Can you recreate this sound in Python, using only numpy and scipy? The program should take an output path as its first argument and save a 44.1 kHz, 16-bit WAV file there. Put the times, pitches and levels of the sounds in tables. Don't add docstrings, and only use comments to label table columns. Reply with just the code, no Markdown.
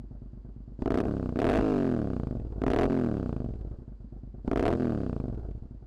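import sys
import numpy as np
from scipy import signal
from scipy.fft import rfft, irfft
from scipy.io import wavfile
from scipy.ndimage import uniform_filter1d

SR = 44100
rng = np.random.default_rng(int(sys.argv[2]) if len(sys.argv) > 2 else 0)


def store_pcm(level_fs):
    pcm = np.round(np.clip(level_fs, -1, 1) * 32767).astype(np.int16)
    wavfile.write(sys.argv[1], SR, np.atleast_2d(pcm).T)


def gain_from_db(level_db):
    decades = np.asarray(level_db, float) / 20
    return 10 ** decades


N = 258602


def coloured(points, x):
    hz, db = np.transpose(points)
    f = np.arange(N // 2 + 1) * SR / N + 1
    gain = gain_from_db(np.interp(np.log(f), np.log(hz), db, left=-90))
    y = irfft(rfft(x) * gain, N)
    return y / y.std()


def ring(x, hz, width_hz):
    pole = np.exp((2j * np.pi * hz - np.pi * width_hz) / SR)
    return signal.lfilter([0, pole.imag], [1, -2 * pole.real, abs(pole) ** 2], x)


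def lay(s, size, width_s, shape, count=900):
    at = np.round(s * SR).astype(int)[:, None] + np.arange(-count // 3, count)
    wave = size[:, None] * shape((at / SR - s[:, None]) / width_s[:, None])
    inside = (at >= 0) & (at < N)
    return np.bincount(at[inside], wave[inside], N)


# (delay/ms for a puff 1 ms wide, front level/dB, rear level/dB)
ECHOES = [(3.29, -9.5, -7.5), (4.96, -21.5, -10), (8.22, -14.5, -17), (16.95, -14.5, -26.5)]
# (f/Hz, bandwidth/Hz, level/dB)
PIPE_MODES = [(48.5, 8.6, -3.5), (82.7, 13, -8.5), (110.8, 22, -8)]
# (f/Hz, bandwidth/Hz, level/dB)
CAN_MODES = [(242.4, 20, 7), (338.3, 64, 20), (448, 56.3, 22.5), (543, 105, 17.5), (646, 105, 22.5),
             (770, 176, 17.5), (1147, 333, 25), (1490, 174, 18), (2500, 250, 20.5)]
# (cycle rate f/Hz, front can drive level/dB,
# rear can drive level/dB, added rear rebound level/dB, echo gain level/dB)
SIDES_SHUT = [(8.8, -1.5, -13, -0.5, 6), (13, -12, -14, -10, 3), (16, -2, -9, 6, 0.5),
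              (20.8, -5.5, -10, -4, 4), (23.6, -3, -1, 7, 3.5), (28.3, 2.95, -18.5, -6.5, -5.3),
              (36.2, -3.5, -7, 5.7, 1.7), (46.2, 2.2, -1, 1.5, -0.2)]
SIDES_OPEN = [(15, 0.11, -5, .1, .1), (35, 1.2, -7.5, .1, .1), (54, .1, 2, 2.3, 0.092)]


def exhaust(s, db, width_ms, rebound_db, volume_db, rear):
    width_s = np.clip(width_ms, .1, 3) / 1000
    front_can_db, rear_can_db, rear_rebound_db, echo_db = engine_map(SIDES_SHUT, SIDES_OPEN, s)
    rebound = gain_from_db(rebound_db + rear * rear_rebound_db)[:, None]

    def bump(u, after):
        return np.exp(-.5 * (u / np.where(u > 0, after, 1)) ** 2)

    def dip(u):
        return -bump(u, 2.04)

    def puff(u):
        return dip(u) + rebound * bump(u - 2.79, 1.74)

    def strike(u):
        return -bump(3 * (u - .6), 1)

    out = lay(s, gain_from_db(db), width_s, puff)
    for delay_ms, front_db, rear_db in ECHOES:
        delay_s = delay_ms / 1000 * (1000 * width_s) ** 0.11
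        level_db = db + echo_db + np.where(rear, rear_db, front_db)
        out += lay(s + delay_s, gain_from_db(level_db), width_s, puff)

    can_db = noise_levels(s)[0] + throttle(s)[1] + misfire_db(s)
    can_db = can_db + np.where(rear, rear_can_db, front_can_db)
    can_drive = lay(s, gain_from_db(can_db), width_s, strike) * 1000 / SR
    volume = gain_from_db(volume_db) / (width_s * np.sqrt(2 * np.pi) * SR)
    pipe_drive = lay(s, volume, width_s, dip)
    for drive, modes in [(can_drive, CAN_MODES), (pipe_drive, PIPE_MODES)]:
        for hz, width_hz, mode_db in modes:
            out -= gain_from_db(mode_db) * ring(drive, hz, width_hz)
    return out


# (cycle rate f/Hz, front level/dB, rear level/dB, width/ms,
# rebound level/dB, gas volume level/dB)
PUFF_SHUT = [(7.24, -36.5, -28.5, 1, -2.5, -36.5), (9.17, -30.5, -34.5, 0.72, -10, -33.5),
             (11.1, -27.5, -31, 0.76, -47, -37.5), (14.3, -25, -26.5, 1.22, -4, -39),
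             (19.44, -24, -23.5, 1.18, -14.5, -28.5), (22.4, -18.5, -23.5, 0.55, -20.5, -28.5),
             (26.6, -15.5, -27, 0.7, -6.5, -44.5), (35.6, -15.5, -17, 0.55, -9.5, -39),
             (43.45, -15.5, -14.5, 0.45, -4, -49), (51.9, -11, -12, 0.33, -7.5, -51)]
PUFF_OPEN = [(12, -17, -5.5, 0.27, -11, -39), (21.6, -7, -11, 0.34, -5, -30.5),
             (29.3, -10, -13, .31, -1, -32.5), (40, -9, -17.5, 0.26, 3, -32.5),
             (58.3, -17, -6, 0.31, -6.5, -27)]
# (cycle rate f/Hz, lag behind the crank with throttle shut/ms,
# share of the cycle to the rear puff when shut/0-1, when open/0-1)
TIMING = [(7, 2.4, .3, .39), (9, 1.2, .36, .39), (14, 1.2, .4, .37), (17.5, 3.5, .345, .367),
          (21, 1.2, .395, .367), (28, 1.2, .39, .392), (33, 1.2, .358, .385), (53, 1.2, .348, .348)]
# (t/s, level/dB, width/ms, rebound level/dB)
POPS = [(1.038, -18, 0.4, -6), (1.0543, -15.5, 0.33, -4.5), (1.0685, -20, 1, -17), (1.588, -11.5, 0.58, 1),
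        (1.5929, -17.5, 0.17, -20), (1.611, -14.5, 0.29, 2), (4.736, -21, 0.35, -2.5)]
FIRST_CYCLE = -.085
STUMBLE_AFTER_S, STUMBLE_S, STUMBLE_WIDTH_MS = 0.029, .011, 0.46
SCATTER_SHUT_DB, SCATTER_OPEN_DB = .5, 2.2


def firings():
    t = np.arange(-SR // 100, N) / SR
    cycles = FIRST_CYCLE + np.cumsum(crank_speed(t)) / SR
    whole = np.arange(int(cycles[-1]) + 1)
    front = np.interp(whole, cycles, t)
    lag_ms, shut_share, open_share = by_speed(TIMING, front)
    opened = throttle(front)[0]
    rear_share = shut_share + opened * (open_share - shut_share)
    rear = np.interp(whole + rear_share, cycles, t, right=2 * t[-1])
    s = np.r_[front, rear] + np.tile(lag_ms * (1 - opened), 2) / 1000
    is_rear = np.arange(len(s)) >= len(front)

    front_db, rear_db, width_ms, rebound_db, volume_db = engine_map(PUFF_SHUT, PUFF_OPEN, s)
    opened, strength_db = throttle(s)
    db = np.where(is_rear, rear_db, front_db) + strength_db + misfire_db(s)
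    for _, shuts, _, front_dip_db, rear_dip_db in BLIPS:
        starved = np.exp(-.5 * ((s - shuts - STUMBLE_AFTER_S) / STUMBLE_S) ** 2)
        db = db + starved * np.where(is_rear, rear_dip_db, front_dip_db)
        width_ms = width_ms + starved * STUMBLE_WIDTH_MS

    beat = np.c_[s, db, width_ms, rebound_db, volume_db, is_rear]
    spread = SCATTER_SHUT_DB + opened * (SCATTER_OPEN_DB - SCATTER_SHUT_DB)
    column_scale = [.00004, 1, .015, 1, 1, 0]  # s, dB, ms, dB, dB per dB of spread
    beat = beat + rng.standard_normal(beat.shape) * spread[:, None] * column_scale
    pops = np.c_[POPS, np.full(len(POPS), -np.inf), np.zeros(len(POPS))]
    return np.r_[beat, pops]


# (t/s, level/dB)
MISFIRES = [(1.033, -6), (1.325, -3.5), (2.505, -7), (3.537, -1.5), (3.59, -11), (4.707, -6.5),
            (4.782, -8.5), (5.43, -10)]
MISFIRE_S = .008


def misfire_db(s):
    return sum(weak_db * np.exp(-.5 * ((s - at) / MISFIRE_S) ** 2) for at, weak_db in MISFIRES)


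# (opening t/s, shutting t/s, strength level/dB,
# front stumble after shutting level/dB, rear stumble level/dB)
BLIPS = [(0.775, 1.008, -0.08, -29, -10.5), (1.339, 1.57, 0.2, -4, -33), (2.566, 2.848, -0.11, -5, -19),
         (4.43, 4.722, 0.054, -6.5, -7)]
OPEN_S, SHUT_S = .06, .04


def throttle(s):
    opened, strength_db = 0, 0
    for opens, shuts, blip_db, *_ in BLIPS:
        ramp = np.clip((s - opens) / OPEN_S, 0, 1) * np.clip(1 + (shuts - s) / SHUT_S, 0, 1)
        opened = opened + ramp
        strength_db = strength_db + ramp * blip_db
    return opened, strength_db


# (t/s, cycle rate f/Hz)
SPEED = [(-0.01, 8.856), (0.174, 9.314), (0.309, 8.632), (0.779, 8.769), (1.019, 38.834), (1.073, 36.968),
         (1.349, 28.806), (1.565, 55.056), (1.673, 52.985), (2.021, 36.487), (2.435, 19.459),
         (2.606, 15.992), (2.824, 46.219), (2.921, 45.583), (3.366, 26.468), (3.577, 18.353),
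         (3.85, 10.365), (4.007, 6.583), (4.074, 8.886), (4.44, 9.496), (4.642, 36.24), (4.716, 43.639),
         (4.824, 42.059), (5.221, 25.5), (5.426, 17.902), (5.87, 6.169)]


def crank_speed(s):
    return np.interp(s, *np.transpose(SPEED))


def by_speed(table, s):
    hz, *columns = np.transpose(table)
    speed = crank_speed(s)
    return np.array([np.interp(speed, hz, column) for column in columns])


def engine_map(shut, wide, s):
    opened = throttle(s)[0]
    return (1 - opened) * by_speed(shut, s) + opened * by_speed(wide, s)


# (cycle rate f/Hz, can drive level/dB, gas rush level/dB, valve gear level/dB)
NOISE_SHUT = [(7, -82, -100, -87), (9.4, -78, -102, -88), (15, -56.5, -79, -83),
              (20.6, -51.5, -73.5, -79.5), (26.5, -50.5, -72, -75.5), (38.3, -42.5, -64, -69.5),
              (53, -48, -66, -63)]
NOISE_OPEN = [(12, -32.5, -81, -66), (21.4, -43.5, -63.5, -83), (30.8, -36.5, -46, -72),
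              (37, -38.5, -52, -90), (50, -35.5, -46, -71.5)]


def noise_levels(s):
    return engine_map(NOISE_SHUT, NOISE_OPEN, s)


# (f/Hz, level per Hz/dB)
RUSH = [(300, -16), (600, -8), (1000, -6), (1400, 0), (2000, -6), (2700, -6), (5000, -18), (9000, -26),
        (14000, -38)]
RUSH_SCATTER_DB = 3.1


def gas(s, db, level_db, decay_s=.004, steady=.1):
    size = gain_from_db(db + RUSH_SCATTER_DB * rng.standard_normal(len(s)))
    gate = lay(s, size, np.full(len(s), decay_s), lambda u: (u > 0) * np.exp(-np.abs(u)))
    gate /= np.sqrt(uniform_filter1d(gate ** 2, SR // 8)) + 1e-6
    return gain_from_db(level_db) * (gate + steady) * coloured(RUSH, rng.standard_normal(N))


# (f/Hz, level per Hz/dB)
BURBLE = [(120, -12), (200, 1), (330, 7), (500, -1), (700, -3.5), (1000, -15.5), (1500, -18.5), (2200, -50)]
# (cycle rate f/Hz, level/dB)
BURBLE_SHUT = [(7, -56), (9, -57), (13, -53), (17, -49.5), (21, -51), (27, -53), (38, -49.5), (53, -56.5)]
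BURBLE_OPEN_DB = -43.5
BURBLE_ATTACK_S, BURBLE_DECAY_S = .0015, 0.028


def burble(s, rear, t, rear_db=-5):
    level_db = engine_map(BURBLE_SHUT, [(9, BURBLE_OPEN_DB)], t)[0]
    size = gain_from_db(rear_db * rear + RUSH_SCATTER_DB * rng.standard_normal(len(s)))

    def swell(u):
        return np.clip(u * BURBLE_DECAY_S / BURBLE_ATTACK_S, 0, 1) * np.exp(-np.abs(u))

    gate = lay(s, size, np.full(len(s), BURBLE_DECAY_S), swell, count=4000)
    return gain_from_db(level_db) * gate * coloured(BURBLE, rng.standard_normal(N))


# (f/Hz, level per Hz/dB)
GEAR = [(1500, 5), (2200, -9), (2750, -0.5), (3600, -2), (4700, 4), (5600, -5.5), (6800, -5), (9000, -9.5),
        (11000, -33), (15000, -29)]


def gear(level_db, spread_db=3., share=0.038):
    struck = rng.random(N) < share
    ticks = rng.standard_normal(N) * struck * gain_from_db(spread_db * rng.standard_normal(N))
    whirr = 0.26 * rng.standard_normal(N)
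    return gain_from_db(level_db) * coloured(GEAR, ticks + whirr)


RASP_HZ, RASP_WIDTH_HZ = 2750, 180
RASP_DB, RASP_OPEN_DB = -71, -5.5


def rasp(t, power=8.6):
    case = ring(rng.standard_normal(N), RASP_HZ, RASP_WIDTH_HZ)
    case = ring(case, RASP_HZ, RASP_WIDTH_HZ)
    level = gain_from_db(RASP_DB + RASP_OPEN_DB * throttle(t)[0])
    return level * (crank_speed(t) / 45) ** power * case / case.std()


# (f/Hz, level per Hz/dB)
AIR = [(120, -26.5), (200, 4), (326, -2.5), (376, -6.5), (624, -19), (912, -21), (1980, -33.5), (4640, -48),
       (15000, -66)]
AIR_DB = -61


def air():
    return gain_from_db(AIR_DB) * coloured(AIR, rng.standard_normal(N))


def scene():
    t = np.arange(N) / SR
    _, rush_db, gear_db = noise_levels(t)
    fired = firings().T
    s, puff_db, *_, rear = fired
    mix = exhaust(*fired)
    mix = mix + gas(s, puff_db, rush_db + throttle(t)[1])
    mix = mix + burble(s, rear, t)
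    mix = mix + gear(gear_db) + rasp(t) + air()
    return mix[None]


def band_limit(x):
    return signal.sosfilt(signal.butter(12, 16050, fs=SR, output="sos"), x)


CLIP = .113
MIC_LOW_HZ, TOP_HZ = 30.3, 12900


def record(dry):
    heard = signal.lfilter(*signal.butter(1, MIC_LOW_HZ, "high", fs=SR), dry)
    clipped = np.clip(heard, -CLIP, CLIP)
    finished = signal.lfilter(*signal.butter(2, TOP_HZ, fs=SR), clipped)
    return band_limit(finished)


dry = scene()
out = record(dry)
store_pcm(out)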